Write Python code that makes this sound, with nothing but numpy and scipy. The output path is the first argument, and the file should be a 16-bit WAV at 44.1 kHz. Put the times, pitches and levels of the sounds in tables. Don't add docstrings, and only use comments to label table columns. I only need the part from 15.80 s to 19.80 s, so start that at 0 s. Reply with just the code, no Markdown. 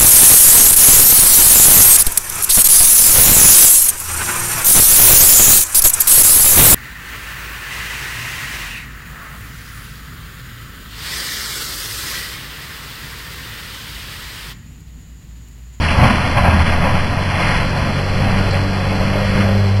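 import sys
import numpy as np
from scipy import signal
from scipy.fft import rfft, irfft
from scipy.io import wavfile
from scipy.ndimage import uniform_filter1d

SR = 44100
rng = np.random.default_rng(int(sys.argv[2]) if len(sys.argv) > 2 else 0)


def store_pcm(level_fs):
    pcm = np.round(np.clip(level_fs, -1, 1) * 32767).astype(np.int16)
    wavfile.write(sys.argv[1], SR, np.atleast_2d(pcm).T)


N = 176400
TIME_S = np.arange(N) / SR
FREQ_HZ = np.fft.rfftfreq(N, 1 / SR)
BURST_ATTACK_S, BURST_DECAY_S = 0.006, 0.018


def undb(db):
    return 10 ** (np.asarray(db) / 20)


def unit(x):
    return x / np.sqrt(np.mean(x ** 2))


def curve(table, column=1):
    rows = np.array(table, float)
    return np.interp(TIME_S, rows[:, 0], rows[:, column])


def colour(x, points):
    hz, db = np.array(points, float).T
    f = np.maximum(FREQ_HZ, 1)
    skirts = np.minimum(f / hz[0], 1) ** 2 * np.minimum(hz[-1] / f, 1) ** 2
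    return irfft(rfft(x) * undb(np.interp(np.log(f), np.log(hz), db)) * skirts, N)


def resonance(x, hz, width_hz):
    f = np.maximum(FREQ_HZ, 1)
    return unit(irfft(rfft(x) / (1 + 1j * (f / hz - hz / f) * hz / width_hz) ** 2, N))


def lowpass(x, hz):
    return signal.sosfilt(signal.ellip(8, 0.2, 70, hz, fs=SR, output="sos"), x)


def highpass(x, hz):
    return signal.sosfilt(signal.butter(2, hz, "high", fs=SR, output="sos"), x)


def wander(rate_hz):
    hold = max(int(SR / rate_hz), 1)
    steps = np.repeat(rng.standard_normal(N // hold + 1), hold)
    return unit(uniform_filter1d(uniform_filter1d(steps, hold), hold)[:N])


def grains(per_s, spread_db=3):
    impulses = (rng.random(N) < per_s / SR) * rng.choice([-1, 1], N)
    return impulses * undb(spread_db * rng.standard_normal(N))


def porch(x, t60_s=0.078, tail_db=-13.0, delay_s=0.003):
    t = TIME_S[:SR // 5]
    tail = rng.standard_normal(len(t)) * np.exp(-np.log(1000) * t / t60_s) * (t > delay_s)
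    return x + undb(tail_db) * signal.fftconvolve(highpass(x, 600), tail / np.linalg.norm(tail))[:N]


def tyres():
    # freq_hz, gain_db
    spectrum = [(800, -5), (2000, -37), (4300, 0), (5900, -13.5)]
    # time_s, level_db
    levels = [(0, -36), (1.2, -67), (1.7, -40), (2.7, -39), (3.3, -38), (4, -42.5)]
    return unit(colour(grains(per_s=2300, spread_db=5.5), spectrum)) * undb(curve(levels))


def frozen_lumps():
    # start_s, length_s, centre_hz, level_db
    bursts = [(0.078, 0.038, 2560, -22.5), (0.563, 0.013, 2220, -24), (1.616, 0.18, 2130, -29),
              (1.711, 0.073, 1660, -26), (2.702, 0.016, 4170, -28.5), (2.738, 0.014, 2097, -26),
              (3.092, 0.0092, 2423, -26)]
    out = np.zeros(N)
    for start_s, length_s, centre_hz, level_db in bursts:
        age_s = np.maximum(TIME_S - start_s, 0)
        attack = np.minimum(age_s / BURST_ATTACK_S, 1)
        release = np.exp(-np.maximum(age_s - length_s, 0) / BURST_DECAY_S)
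        grit = resonance(grains(per_s=1500), centre_hz, width_hz=0.25 * centre_hz)
        out += undb(level_db) * attack * release * grit
    return out


def body_rumble():
    # freq_hz, gain_db
    spectrum = [(12, 10), (22, -39), (27, 8.5), (35, -1.5), (48, -6.5), (75, -4), (120, -3.5), (170, -4),
                (240, -12), (330, -16), (600, -65)]
    # time_s, level_db
    levels = [(0, -18.5), (.25, -17), (.47, -20), (.68, -18.5), (1.75, -19.5), (2.25, -26), (2.45, -15.5),
              (2.95, -24.5), (3.25, -19), (3.45, -24), (3.58, -17.5), (3.95, -31)]
    return unit(colour(rng.standard_normal(N), spectrum)) * undb(curve(levels))


def machine_noise(firings, level_db=-28.5, pulse_depth=0.12):
    # freq_hz, gain_db
    spectrum = [(250, -9), (380, -6), (550, -1.5), (800, -11), (1200, -10), (2000, -10.5), (2800, -14),
                (4200, -14.5), (5900, -23)]
    rush = rng.standard_normal(N) * (1 + pulse_depth * np.cos(2 * np.pi * firings))
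    return undb(level_db) * unit(colour(rush, spectrum))


def pipe_growl(firings, jitter_cycles=0.11, scatter_db=2.5, surge_db=2.5):
    # centre_hz, gain_db
    modes = [(455, -5), (535, 0.5), (605, -4), (780, -7)]
    # time_s, level_db
    levels = [(0, -40.5), (2.3, -29.5), (2.5, -25), (2.9, -33.5), (3.35, -26), (3.47, -25.5), (3.72, -25.5),
              (4, -30.5)]
    count = np.floor(firings + jitter_cycles * wander(100))
    puffs = np.diff(count, prepend=count[0]) * undb(scatter_db * wander(100))
    pipe = sum(undb(db + surge_db * wander(18)) * resonance(puffs, hz, width_hz=64) for hz, db in modes)
    return undb(curve(levels)) * unit(pipe)


def exhaust_tone(cycles, waver_db=3.5):
    return np.sqrt(2) * np.sin(2 * np.pi * (cycles + rng.random())) * undb(waver_db * wander(14))


def engine(jitter_cycles=0.023, tailpipe_db_per_s=4.5, tailpipe_round_s=3.03):
    # time_s, firing_hz, fundamental_db, octave_db
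    revs = [(0, 79.25, -17, -44), (0.25, 80, -24, -36), (0.45, 80.7, -24, -51), (0.7, 81.67, -14.5, -56),
            (1.0, 82.1, -20, -31.5), (1.25, 89.5, -21.5, -31), (1.5, 92.9, -22, -29),
            (1.8, 92.25, -23, -31.5), (2.3, 93.85, -22, -27), (2.6, 97.35, -20, -22),
            (2.75, 95.85, -15, -27.5), (2.9, 95.85, -22.5, -23.5), (3.2, 97.7, -19.5, -23.5),
            (3.48, 98, -20.5, -20.5), (3.6, 99.15, -17, -19.5), (3.8, 99.2, -13, -22),
            (4.0, 99.1, -12.5, -25.5)]
    # time_s, level_db
    lope_levels = [(0, -31), (.55, -32), (.7, -29), (1.9, -25.5), (2.6, -32.5), (3.3, -25.5), (4, -48)]
    # firing_multiple, final_level_db
    partials = [(.5, -28), (3, -36), (4, -40.5)]
    firings = np.cumsum(curve(revs)) / SR + jitter_cycles * wander(24.94)
    fundamental = undb(curve(revs, column=2)) * exhaust_tone(firings, waver_db=0.67)
    octave = undb(curve(revs, column=3)) * exhaust_tone(2 * firings, waver_db=1.5)
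    lope = undb(curve(lope_levels)) * exhaust_tone(1.5 * firings)
    facing = undb(tailpipe_db_per_s * np.minimum(TIME_S - tailpipe_round_s, 0))
    tailpipe = facing * sum(undb(db) * exhaust_tone(multiple * firings) for multiple, db in partials)
    return fundamental + octave + lope + tailpipe + machine_noise(firings) + pipe_growl(firings)


def stick_slip(chatter_hz=26.09, chatter_db=1.4):
    return unit(grains(per_s=4500) * undb(chatter_db * wander(chatter_hz)))


def steel(push, t60_s=0.16, ring_db=-7.5):
    # freq_hz, gain_db
    spectrum = [(130, -3), (180, 11), (245, -0.5), (310, -9), (410, -15), (540, 3.5), (800, 4),
                (1250, -2.5), (1800, -10.5), (2600, -6), (3500, -26), (5900, -35)]
    # pitch_hz, gain_db
    modes = [(735, -2), (829, 0), (985, 1), (1039, 8.5), (1125, 1), (1222, 0), (1281, -2.5), (1472, -7),
             (1615, -0.5), (1701, -4), (2056, -7), (2589, -2)]
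    t = TIME_S[:SR // 2]
    ring = sum(undb(db) * np.sin(2 * np.pi * (hz * t + rng.random())) for hz, db in modes)
    ring *= np.exp(-np.log(1000) * t / t60_s)
    response = unit(colour(push, spectrum)) + undb(ring_db) * unit(signal.fftconvolve(push, ring)[:N])
    return unit(response) * np.std(push)


def jolts(thump_peak_s=0.0081, shudder_peak_s=0.043):
    # start_s, thump_db, thump_hz, clash_db
    catches = [(.174, -3.5, 73, -22), (.212, -4.5, 100.4, -14), (.229, -5, 119, -6), (0.253, -6, 115, -22),
               (0.302, -11, 215, -25), (.438, -12, 110, -26), (.568, -8.5, 101, -6), (.634, -8.5, 72, -22),
               (.682, -8.5, 101, -21), (.73, -14, 90, -12), (.802, -9.5, 69, -16), (1.142, -17, 110, -15.5),
               (1.765, -11, 70, -32), (2.016, -7.5, 75, -17), (2.412, -9, 89.6, -21), (3.548, -12, 96, -18)]
    thumps, clash_env, shudder_env = np.zeros((3, N))
    for start_s, thump_db, thump_hz, clash_db in catches:
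        age_s = np.maximum(TIME_S - start_s, 0)
        swell = (age_s / thump_peak_s) ** 2 * np.exp(2 - 2 * age_s / thump_peak_s)
        thumps -= undb(thump_db) * swell * np.sin(2 * np.pi * thump_hz * age_s)
        attack = 1 - np.exp(-age_s / BURST_ATTACK_S)
        clash_env += undb(clash_db) * attack * np.exp(-age_s / BURST_DECAY_S)
        shake = age_s / shudder_peak_s * np.exp(1 - age_s / shudder_peak_s)
        shudder_env = np.hypot(shudder_env, undb(thump_db) * shake)
    return thumps, clash_env, shudder_env


def plough(spray_db=-10, shudder_db=-16.5):
    # time_s, grind_db, shear_db
    levels = [(0, -23, -32), (.05, -27, -19), (.11, -21, -19.5), (.14, -18, -24), (.23, -15.5, -22),
              (.31, -15.5, -19), (.36, -20.5, -22.5), (.44, -23, -23), (.5, -24, -25), (.56, -20.5, -24.5),
              (.62, -21, -21.5), (.65, -13, -27), (.75, -19, -23.5), (.815, -19, -20.5), (.835, -23.5, -29),
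              (.88, -21.5, -23.5), (1.05, -18, -24.5), (1.25, -23, -28.5), (1.47, -25.5, -26.5),
              (1.65, -22, -21.5), (1.8, -23.5, -22.5), (1.93, -27.5, -32), (2.02, -25, -27),
              (2.15, -28, -30.5), (2.37, -29.5, -28), (2.47, -23, -26), (2.7, -27, -27), (2.77, -24, -26),
              (2.86, -28.5, -31.5), (3.35, -27, -27.5), (3.48, -34, -28.5), (3.6, -28.5, -24.5),
              (3.75, -30, -33), (4, -35, -37)]
    # freq_hz, gain_db
    spectrum = [(500, -16), (1000, 0), (1600, 2), (2100, 1.5), (2600, -1.5), (3100, -4.5), (4200, -12),
                (5900, -17)]
    thumps, clash_env, shudder_env = jolts()
    grind_env = np.hypot(undb(curve(levels)), clash_env)
    shear_env = np.hypot(undb(curve(levels, column=2)), undb(spray_db) * clash_env)
    grinding = steel(stick_slip() * grind_env)
    shearing = unit(colour(stick_slip(), spectrum)) * shear_env
    shudder = undb(shudder_db) * shudder_env * resonance(stick_slip(), hz=217, width_hz=79)
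    return thumps + shudder + grinding + shearing


def scene():
    return porch(engine() + body_rumble() + plough() + tyres() + frozen_lumps())[None]


def record(dry, rate_hz=12000, notch_hz=3745, notch_width_hz=462, top_hz=12600):
    # freq_hz, gain_db
    image_spectrum = [(6000, -47), (6400, -13.5), (8300, -17), (9500, -22), (10300, -25), (11500, -30),
                      (12500, -32.5)]
    notch = 1 - np.exp(-np.abs(2 * (FREQ_HZ - notch_hz) / notch_width_hz) ** 4)
    band = lowpass(irfft(rfft(dry[0]) * notch, N), rate_hz / 2)
    carrier = 2 * np.cos(2 * np.pi * rate_hz * TIME_S)
    image = colour(highpass(band, 500) * carrier, image_spectrum)
    return lowpass(np.clip(band + image, -1, 1), top_hz)[None]


dry = scene()
out = record(dry)
store_pcm(out)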